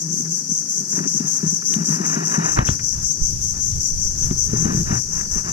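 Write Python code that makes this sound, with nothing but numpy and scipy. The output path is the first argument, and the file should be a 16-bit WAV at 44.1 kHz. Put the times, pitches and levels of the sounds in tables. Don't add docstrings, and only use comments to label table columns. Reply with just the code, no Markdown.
import sys
import numpy as np
from scipy import signal
from scipy.fft import rfft, irfft, next_fast_len
from scipy.io import wavfile
from scipy.ndimage import minimum_filter1d

SR = 44100
rng = np.random.default_rng(int(sys.argv[2]) if len(sys.argv) > 2 else 0)


def unload_audio(sound):
    columns = np.transpose(np.atleast_2d(sound))
    steps = np.round(np.clip(columns, -1, 1) * 32767)
    wavfile.write(sys.argv[1], SR, steps.astype(np.int16))


N = 243502
SIZE = 2 * next_fast_len(N // 2 + 1, real=True)
TIME = np.arange(SIZE) / SR
HZ = np.fft.rfftfreq(SIZE, 1 / SR)

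# place in the cycle from 0 to 1, level in dB.
TYMBAL_STROKES = [(0, -20), (.435, -18.7)]
# frequency in Hz, gain in dB.
ABDOMEN = [(3500, -48.5), (4200, -40.5), (4900, -19.5), (5500, -9), (5900, -0.5), (6220, 3), (6650, -8.5),
           (7500, -12.5), (8100, -23), (8700, -26.5), (9800, -37.5), (11000, -27), (12000, -27.5),
           (12600, -30), (13200, -55), (14000, -84)]
# start in seconds, hold in seconds, level in dB, resonance shift in Hz.
CICADA_CHIRPS = [(-0.08, 0.09994, -25, 50), (0.11, 0.101, -23.5, 60.0), (0.302, 0.09006, -23.0, 40.0),
                 (0.492, 0.10497, -23, 50.0), (0.689, 0.11, -22.5, 50.0), (0.883, 0.099, -21, 60.0),
                 (1.069, 0.11, -20.5, -20.0), (1.263, 0.108, -20, 60.0), (1.462, 0.1002, -20.5, 30.0),
                 (1.649, 0.1, -19, -10.0), (1.848, 0.1082, -19, 10.0), (2.048, 0.0988, -19, 30.0),
                 (2.246, 0.1069, -19.5, 20.0), (2.441, 0.107, -19.3, 70.0), (2.641, 0.1129, -21.5, -60.0),
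                 (2.828, 0.1107, -21, 20.0), (3.023, 0.104, -18.5, 110.0), (3.216, 0.0945, -21, 10.0),
                 (3.411, 0.095, -21, 110.0), (3.6, 0.098, -21, 80.0), (3.798, 0.0952, -19.5, 10.0),
                 (3.988, 0.098, -21.5, -10.0), (4.177, 0.093, -22, 40.0), (4.372, 0.0927, -20, 30.0),
                 (4.558, 0.09, -21.5, 29.5), (4.735, 0.0993, -22.5, 30.0), (4.927, 0.1, -22.5, -10.0),
                 (5.116, 0.099, -23, 0.0), (5.301, 0.0926, -22, 20.5), (5.483, 0.16, -24, 2)]
# time in seconds, swell within a chirp in dB.
CHIRP_SWELL = [(2.4, -0.5), (3.0, 2.5), (5.5, 1.5)]
# time in seconds, buzz between chirps in dB, left over right in dB.
DRIFT_PAST = [(0, -36, 14.5), (.7, -33.5, 16), (1.3, -31.5, 17), (2.2, -35, 18.5), (2.8, -37, 20),
              (3.1, -32, 20.5), (4.0, -29, 20), (5.5, -32, 19.5)]
# time in seconds, scattered over direct sound in dB.
LEAF_SCATTER = [(0, 1), (1.4, -4), (2.5, -4), (3.3, -1), (5.5, 1)]
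# frequency in Hz, share of the left-right difference.
BODY_SHADE = [(4000, -1.4), (5000, 0.4), (6000, 1), (6600, 0.29), (7500, 0.32), (8200, -0.5), (9500, -0.27),
              (12000, 0.37)]
# frequency in Hz, relative level in dB.
FAR_CICADAS = [(3500, -47.0), (4800, -14), (5550, -5.0), (5900, 4.5), (6150, 0.0), (6550, -5.5),
               (7600, -14.5), (9500, -39.5)]
STILL_AIR = [(150, -6), (400, 5), (700, 13), (1700, -11), (2600, -1), (3500, -49), (6000, 4), (13000, 1.5)]
# frequency in Hz, relative level in dB.
SLEEVE_SPECTRUM = [(400, -1.5), (500, -9.5), (620, -4.5), (790, 2.5), (950, 1), (1090, 0), (1230, -1.5),
                   (1500, -3.5), (1800, -1.5), (2100, -14.5), (2450, -13), (2780, -17.5), (3000, -22),
                   (3450, -44), (3750, -21.5), (4050, -29), (4250, -42), (9000, -51)]
CASE_SPECTRUM = [(70, -24.5), (100, -9), (117, 5.5), (137, -4), (160, 5.5), (185, -1), (220, -2.5),
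                 (290, -9.5), (390, -10), (480, -18.5), (800, -45.5)]
RUMBLE_SPECTRUM = [(12, 0), (28, -3.5), (45, 1), (70, 6), (100, -2), (150, -2.5), (220, -16), (400, -40)]
# time of top speed in seconds, length in seconds,
# relative sleeve swish in dB, relative shirt drag in dB.
ARM_STROKES = [(0.18, 0.37, -68, -34.5), (0.975, 0.15, -43.5, -31.5), (1.045, 0.1, -44.5, -30.5),
               (1.242, 0.26, -48.5, -53), (1.443, 0.39, -49, -60), (1.788, 0.25, -44, -35.5),
               (1.929, 0.16, -39, -34), (2.133, 0.53, -37.5, -45), (2.34, 0.19, -34, -44),
               (2.467, 0.2, -31, -29), (2.577, 0.049, -31.5, -27), (2.611, 0.073, -29, -22),
               (2.66, 0.28, -42, -34), (2.993, 0.21, -52.5, -59), (3.569, 0.096, -48, -58),
               (4.266, 0.31, -51, -38), (4.563, 0.25, -45.5, -30), (4.683, 0.17, -37, -26),
               (4.745, 0.23, -45, -25), (4.929, 0.19, -37.5, -34), (5.183, 0.25, -46, -38),
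               (5.367, 0.16, -43.5, -40), (5.482, 0.13, -41.5, -35)]
# time in seconds, relative level in dB.
BODY_STIR = [(0, -37.5), (.55, -38), (1.1, -35.5), (1.5, -38.5), (2.1, -29), (2.9, -39), (3.9, -40),
             (4.7, -38), (5.5, -41.5)]
# time in seconds, relative level in dB.
RUMBLE_LEVEL = [(2.42, -43), (2.59, -34), (2.9, -39.5), (3.25, -28.5), (3.6, -33), (3.85, -35.5),
                (4.25, -29.5), (5.0, -34.5), (5.5, -37.5)]
# start and end in seconds, level in dB, slips a second.
SHIRT_SHUDDERS = [(0, 0.18, -30.5, 164), (0.16, 0.383, -34.5, 164), (0.761, 0.854, -34.5, 192),
                  (1.76, 1.846, -30, 168), (4.657, 4.842, -22.5, 165), (4.924, 5.007, -25.5, 119)]
# time in seconds, relative peak in dB, contact time in milliseconds.
CASE_BUMPS = [(.194, -19, 2.6), (.488, -22, 2.6), (0.512, -18.5, 2.64), (0.973, -18, 1.2), (.984, -17, 1.8),
              (.999, -14, 0.71), (1.052, -14.5, 0.98), (1.062, -18, 2.3), (1.144, -15, 2.8),
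              (1.199, -12, 2.45), (1.238, -16, 2.9), (1.427, -9, 2.3), (1.457, -12, 4.2), (1.521, -15, 2.8),
              (1.757, -7.5, 4.5), (1.78, -13.5, 3.5), (1.807, -17, 2.5), (1.88, -13, 2.8),
              (1.895, -9.5, 3.3), (1.998, -10, 2.35), (2.163, -8.5, 2.8), (2.374, -5.5, 2.7),
              (2.565, -16, 2.7), (2.587, -10.5, 1.96), (2.687, -12.5, 1.2), (4.308, -8.5, 2.04),
              (4.53, -9, .83), (4.619, -16.5, 2.1), (4.652, -7.5, 2.16), (4.693, -13.5, 1.9),
              (4.74, -14.5, 2.1), (4.905, -13, 2.9), (4.924, -12.5, 2.7), (5.357, -18, 0.92)]
# frequency in Hz, level in dB, seconds to die away by 60 dB.
CASE_MODES = [(114.2, -18.5, 0.22), (164.2, -14, 0.14), (208.6, 2, 0.037), (281.3, -9.5, 0.067),
              (374.6, -6.5, 0.054)]
# start in seconds, peak in dB, centre in Hz, decay in seconds,
# width in octaves.
HARD_TICKS = [(0.249, -33.5, 1290, 0.012, 0.7), (.99, -17, 1380, 0.0013, 0.65),
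              (1.052, -32, 1100, 0.0017, 0.66), (1.2, -34, 1500, 0.003, 1.3),
              (1.622, -29, 1360, 0.0054, 0.74), (1.7362, -23.5, 2940, .002, 0.2),
              (1.738, -14, 7000, 0.0012, .4), (1.738, -24, 1840, 0.0011, 0.5),
              (1.7395, -27, 3850, .0015, .2), (2.054, -22.5, 1550, .003, 0.65),
              (2.158, -22, 1480, .003, 0.69), (2.318, -18, 1300, 0.0037, .5),
              (2.344, -29, 1500, 0.0017, 0.93), (2.588, -5.5, 806, 0.0017, 1.32),
              (2.5899, -8, 1300, 0.0012, 1.1), (2.645, -18, 1670, 0.0021, 0.66),
              (2.669, -28, 3300, .003, 0.56), (2.674, -26, 2680, 0.0044, 0.28),
              (2.682, -23.5, 2870, .002, 0.24), (2.688, -9, 810, 0.0022, 1.3),
              (2.6895, -15, 1600, 0.0011, 1.3), (2.692, -29.5, 2200, 0.022, 1.3),
              (2.793, -24, 1510, 0.0066, 0.78), (4.229, -36, 2300, 0.011, 1.3),
              (4.308, -23, 696, 0.0046, 1.6), (5.209, -23.5, 1310, 0.0049, 0.69)]
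# start in seconds, level in dB, swing in Hz, rise time in seconds.
FOREARM_KNOCKS = [(2.59, 0, 125, 0.002), (2.621, -11, 60, 0.0053), (2.689, -7.5, 105, 0.0027),
                  (2.715, -14, 84, 0.0051)]
# start in seconds, peak in dB, time constant in seconds.
MOUNT_JOLTS = [(3.217, -10.5, 0.0062), (3.918, -16.5, 0.0078), (4.051, -16.5, 0.0063), (4.23, -18.5, 0.006)]
# frequency in Hz, likeness from 0 to 1.
PORT_LIKENESS = [(30, 0.45), (130, 1), (250, 0.58), (380, 0.35), (520, 0.3), (750, 1), (1800, 1),
                 (2500, 0.6), (4000, 0.8), (6000, .1)]
# frequency in Hz, left minus right in radians.
PORT_PHASE = [(300, 0), (520, -3), (750, -3), (1400, -2), (2400, -2), (3800, 0)]
# frequency in Hz, left over right in dB.
PORT_BALANCE = [(30, -17.5), (70, 4), (200, 2.5), (360, 4), (660, 2.5), (2200, 0.5), (4000, 0.5)]


def amp(db):
    return 10 ** (np.asarray(db) / 20)


def unit(x):
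    return x / np.sqrt(np.mean(x ** 2) + 1e-20)


def read(points, hz=HZ):
    table_hz, value = np.transpose(points)
    return np.interp(np.log(hz + 1), np.log(table_hz + 1), value)


def follow(rows):
    return np.interp(TIME, *np.transpose(rows))


def add(mix, s, sound):
    part = mix[max(0, round(s * SR)):][:len(sound)]
    part += sound[:len(part)]


def colour(x, spectrum, size=2048):
    gain = amp(read(spectrum, np.fft.rfftfreq(size, 1 / SR)))
    cepstrum = irfft(np.log(gain))
    cepstrum[1:size // 2] *= 2
    cepstrum[size // 2 + 1:] = 0
    impulse = irfft(np.exp(rfft(cepstrum)))
    return signal.oaconvolve(x, impulse[None], axes=1)[:, :x.shape[1]]


def wander(rate_hz):
    knots = rng.standard_normal(2000)
    return unit(np.interp(2 * rate_hz * TIME, np.arange(len(knots)), knots))


def shifted(x, shift_hz):
    return (signal.hilbert(x) * np.exp(2j * np.pi * np.cumsum(shift_hz) / SR)).real


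def tymbal_clicks(cycle_hz=116.96, jitter_s=.00005, rib_s=0.0003, snap_db=4.5, uneven_db=0.7):
    cycles = np.cumsum(cycle_hz * (1 + .005 * wander(3))) / SR
    strokes = np.zeros(SIZE)
    for place, db in TYMBAL_STROKES:
        at = np.flatnonzero(np.diff(np.floor(cycles - place)))
        late, strength = rng.standard_normal((700, 2))[:len(at)].T
        at += np.round(late * jitter_s * SR).astype(int)
        strokes[np.clip(at, 0, SIZE - 1)] += amp(db + uneven_db * strength)
    t = np.arange(200) / SR
    ribs = signal.oaconvolve(strokes, t / rib_s * np.exp(-t / rib_s))[:SIZE]
    snap = np.array([strokes, -strokes])
    return amp(snap_db) * unit(snap) + unit(ribs * rng.standard_normal((2, SIZE)))


def chirping(rise_s=0.014, fall_s=0.028):
    chirps = np.array(CICADA_CHIRPS)
    current = np.maximum(np.searchsorted(chirps[:, 0], TIME + rise_s / 2) - 1, 0)
    start, hold_s, db, shift_hz = chirps[current].T
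    age_s = TIME - start
    gate = np.clip(np.minimum(.5 + age_s / rise_s, 1 - (age_s - hold_s) / fall_s), 0, 1)
    arch = np.sin(np.pi * np.clip(age_s / hold_s, 0, 1))
    return gate, db + follow(CHIRP_SWELL) * (arch - 3 / 4), shift_hz


def foliage(direct, t60=.07):
    t = np.arange(SR // 8) / SR
    tails = rng.standard_normal((2, 2, len(t))) * amp(-60 * t / t60) * (t > .001)
    a, b = (signal.oaconvolve(direct, tail / np.linalg.norm(tail[0]), axes=1)[:, :SIZE] for tail in tails)
    turn = 2 * np.pi * TIME
    scattered = a * np.cos(turn) + b * np.sin(turn)
    wet = amp(follow(LEAF_SCATTER))
    return (direct + wet * scattered) / np.hypot(1, wet)


def body_shadow(song, left_db):
    mean_db = np.mean(left_db)
    ratio = amp(mean_db * read(BODY_SHADE))
    gains = np.array([ratio, np.ones_like(ratio)]) * np.sqrt(2 / (1 + ratio ** 2))
    shaded = irfft(rfft(song) * gains)
    shaded[1] *= amp(mean_db - left_db)
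    return shaded


def cicada(slack_hz=20, quiver_hz=30):
    when, *columns = np.transpose(DRIFT_PAST)
    buzz_db, left_db = (np.interp(TIME, when, column) for column in columns)
    gate, chirp_db, shift_hz = chirping()
    clicks = unit(tymbal_clicks())
    effort = amp(gate * chirp_db + (1 - gate) * buzz_db)
    voice = colour(clicks * effort, ABDOMEN) / np.std(colour(clicks, ABDOMEN))
    voice = shifted(voice, gate * shift_hz - (1 - gate) * slack_hz + quiver_hz * wander(18))
    return body_shadow(foliage(voice), left_db)


def chorus(level_db=-30.0, lean_db=4.0):
    ring = colour(rng.standard_normal((2, SIZE)), FAR_CICADAS)
    return amp(level_db) * unit(ring) * amp([[lean_db], [-lean_db]])


def air(level_db=-46.5):
    return amp(level_db) * unit(colour(rng.standard_normal((2, SIZE)), STILL_AIR))


def friction(spectrum, grains_per_s, grain_db, patchy_db, patch_hz, size=8192):
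    snaps = (rng.random(SIZE) < grains_per_s / SR) * rng.standard_normal(SIZE)
    drive = rng.standard_normal((2, SIZE)) + amp(grain_db) * unit(snaps)
    grip = amp(patchy_db * wander(patch_hz))
    return unit(colour(drive * grip, spectrum, size=size))


def arm_motion(rest_swish_db=-20.5, swish_sharpness=1.7, drag_sharpness=0.85):
    stir_db = follow(BODY_STIR)
    sleeve_power, shirt_power = amp(stir_db + rest_swish_db) ** 2, amp(stir_db) ** 2
    for s, length_s, swish_db, drag_db in ARM_STROKES:
        speed = np.sin(np.linspace(0, np.pi, int(length_s * SR), endpoint=False))
        add(sleeve_power, s - length_s / 2, (amp(swish_db) * speed ** swish_sharpness) ** 2)
        add(shirt_power, s - length_s / 2, (amp(drag_db) * speed ** drag_sharpness) ** 2)
    return np.sqrt(sleeve_power), np.sqrt(shirt_power)


def clothing(swish_db=10.0, drag_db=0.5):
    swish = friction(SLEEVE_SPECTRUM, grains_per_s=900, grain_db=-6, patchy_db=1.7, patch_hz=60,
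                     size=2048)
    drag = friction(CASE_SPECTRUM, grains_per_s=120, grain_db=-8.5, patchy_db=1.0, patch_hz=22.7)
    sleeve, shirt = arm_motion()
    return swish * sleeve * amp(swish_db) + drag * shirt * amp(drag_db)


def rumble(gain_db=1.5):
    noise = friction(RUMBLE_SPECTRUM, grains_per_s=58, grain_db=-17.0, patchy_db=3.5, patch_hz=9.4)
    return noise * amp(follow(RUMBLE_LEVEL) + gain_db)


def shudders(waver=0.082, overtone_db=-11.5, uneven_db=2.0):
    phase_per_hz = 2 * np.pi * np.cumsum(1 + waver * wander(60)) / SR
    grip, out = amp(-uneven_db * wander(45)), np.zeros((2, SIZE))
    for start, end, db, slip_hz in SHIRT_SHUDDERS:
        part = slice(int(start * SR), int(end * SR))
        phase = slip_hz * phase_per_hz[part]
        tone = (np.sin(phase) + amp(overtone_db) * np.sin(2 * phase)) * grip[part]
        add(out[0], start, amp(db) * unit(tone * signal.windows.tukey(len(phase), .5)))
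    return out


def bumps(gain_db=1.5, push_db=-18.0, push_s=0.0048, give_s=0.0019, lag_s=0.0022):
    t, out = np.arange(SR // 4) / SR, np.zeros((2, SIZE))
    for s, db, contact_ms in CASE_BUMPS:
        detunes = 1 + 0.062 * rng.standard_normal(len(CASE_MODES))
        ring = sum(amp(mode_db - 60 * t / t60) * np.sin(2 * np.pi * hz * detune * t)
                   for (hz, mode_db, t60), detune in zip(CASE_MODES, detunes))
        ring += amp(push_db) * (1 - t / push_s) * np.exp(-t / push_s)
        ring *= 1 - np.exp(-t / give_s)
        force = np.sin(np.pi * np.minimum(t * 1000 / contact_ms, 1))
        bump = signal.fftconvolve(ring, force)[:len(t)]
        add(out[0], s + lag_s, amp(db + gain_db) * bump / abs(bump).max())
    return out


def ticks(rise_share=0.086):
    t, out = np.arange(SR // 16) / SR, np.zeros((2, SIZE))
    hz = np.geomspace(100, 16000, 40)
    for s, db, centre_hz, decay_s, octaves in HARD_TICKS:
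        band_db = -20 * np.log10(1 + 2 * (np.log2(hz / centre_hz) / octaves) ** 4)
        envelope = np.exp(-t / decay_s) * (1 - np.exp(-t / (rise_share * decay_s)))
        tick = colour(rng.standard_normal((2, len(t))) * envelope, np.transpose([hz, band_db]))
        for channel, sound in zip(out, tick):
            add(channel, s, amp(db) * sound / abs(sound).max())
    return out


def knocks():
    t, out = np.arange(SR // 8) / SR, np.zeros((2, SIZE))
    for s, db, swing_hz, rise_s in FOREARM_KNOCKS:
        envelope = t / rise_s * np.exp(1 - t / rise_s)
        add(out[0], s, -amp(db) * envelope * np.sin(2 * np.pi * swing_hz * t))
    return out


def jolts():
    t, out = np.arange(SR // 4) / SR, np.zeros((2, SIZE))
    for s, db, jolt_s in MOUNT_JOLTS:
        phase = t / jolt_s
        shove = np.sin(phase) * np.exp(-phase / np.pi)
        add(out[0], s, -amp(db) * shove / shove.max())
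    return out


def ports(shared, right_only):
    likeness = read(PORT_LIKENESS)
    left = rfft(shared)
    right = likeness * left + np.sqrt(1 - likeness ** 2) * rfft(right_only)
    right *= np.exp(-1j * read(PORT_PHASE))
    lean = amp(read(PORT_BALANCE) / 2)
    return irfft(np.array([left * lean, right / lean]))


def scene():
    close = air() + clothing() + rumble() + shudders() + bumps() + ticks() + knocks() + jolts()
    return (cicada() + chorus() + ports(*close))[:, :N]


def record(dry, cut_hz=151.5, ceiling=0.62, hold_s=0.0567, top_hz=13250):
    wind_filter = signal.cheby1(5, 1, cut_hz, "highpass", fs=SR, output="sos")
    filtered = signal.sosfilt(wind_filter, dry)
    opened = follow([(2.2, 0.031), (2.46, 0.13), (2.58, 0.93)])[:N]
    x = filtered + opened * (dry - filtered)
    hold = int(hold_s * SR)
    needed_gain = np.minimum(1, ceiling / (abs(x).max(0) + 1e-9))
    held_gain = minimum_filter1d(needed_gain, hold, origin=(hold - 1) // 2)
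    smooth_gain = 1 + signal.lfilter([.01], [1, -.99], held_gain - 1)
    limited = np.clip(x * smooth_gain, -.9, .9)
    lowpass = signal.firwin(255, top_hz, window=("kaiser", 9), fs=SR)
    return signal.oaconvolve(limited, lowpass[None], "same")


dry = scene()
out = record(dry)
unload_audio(out)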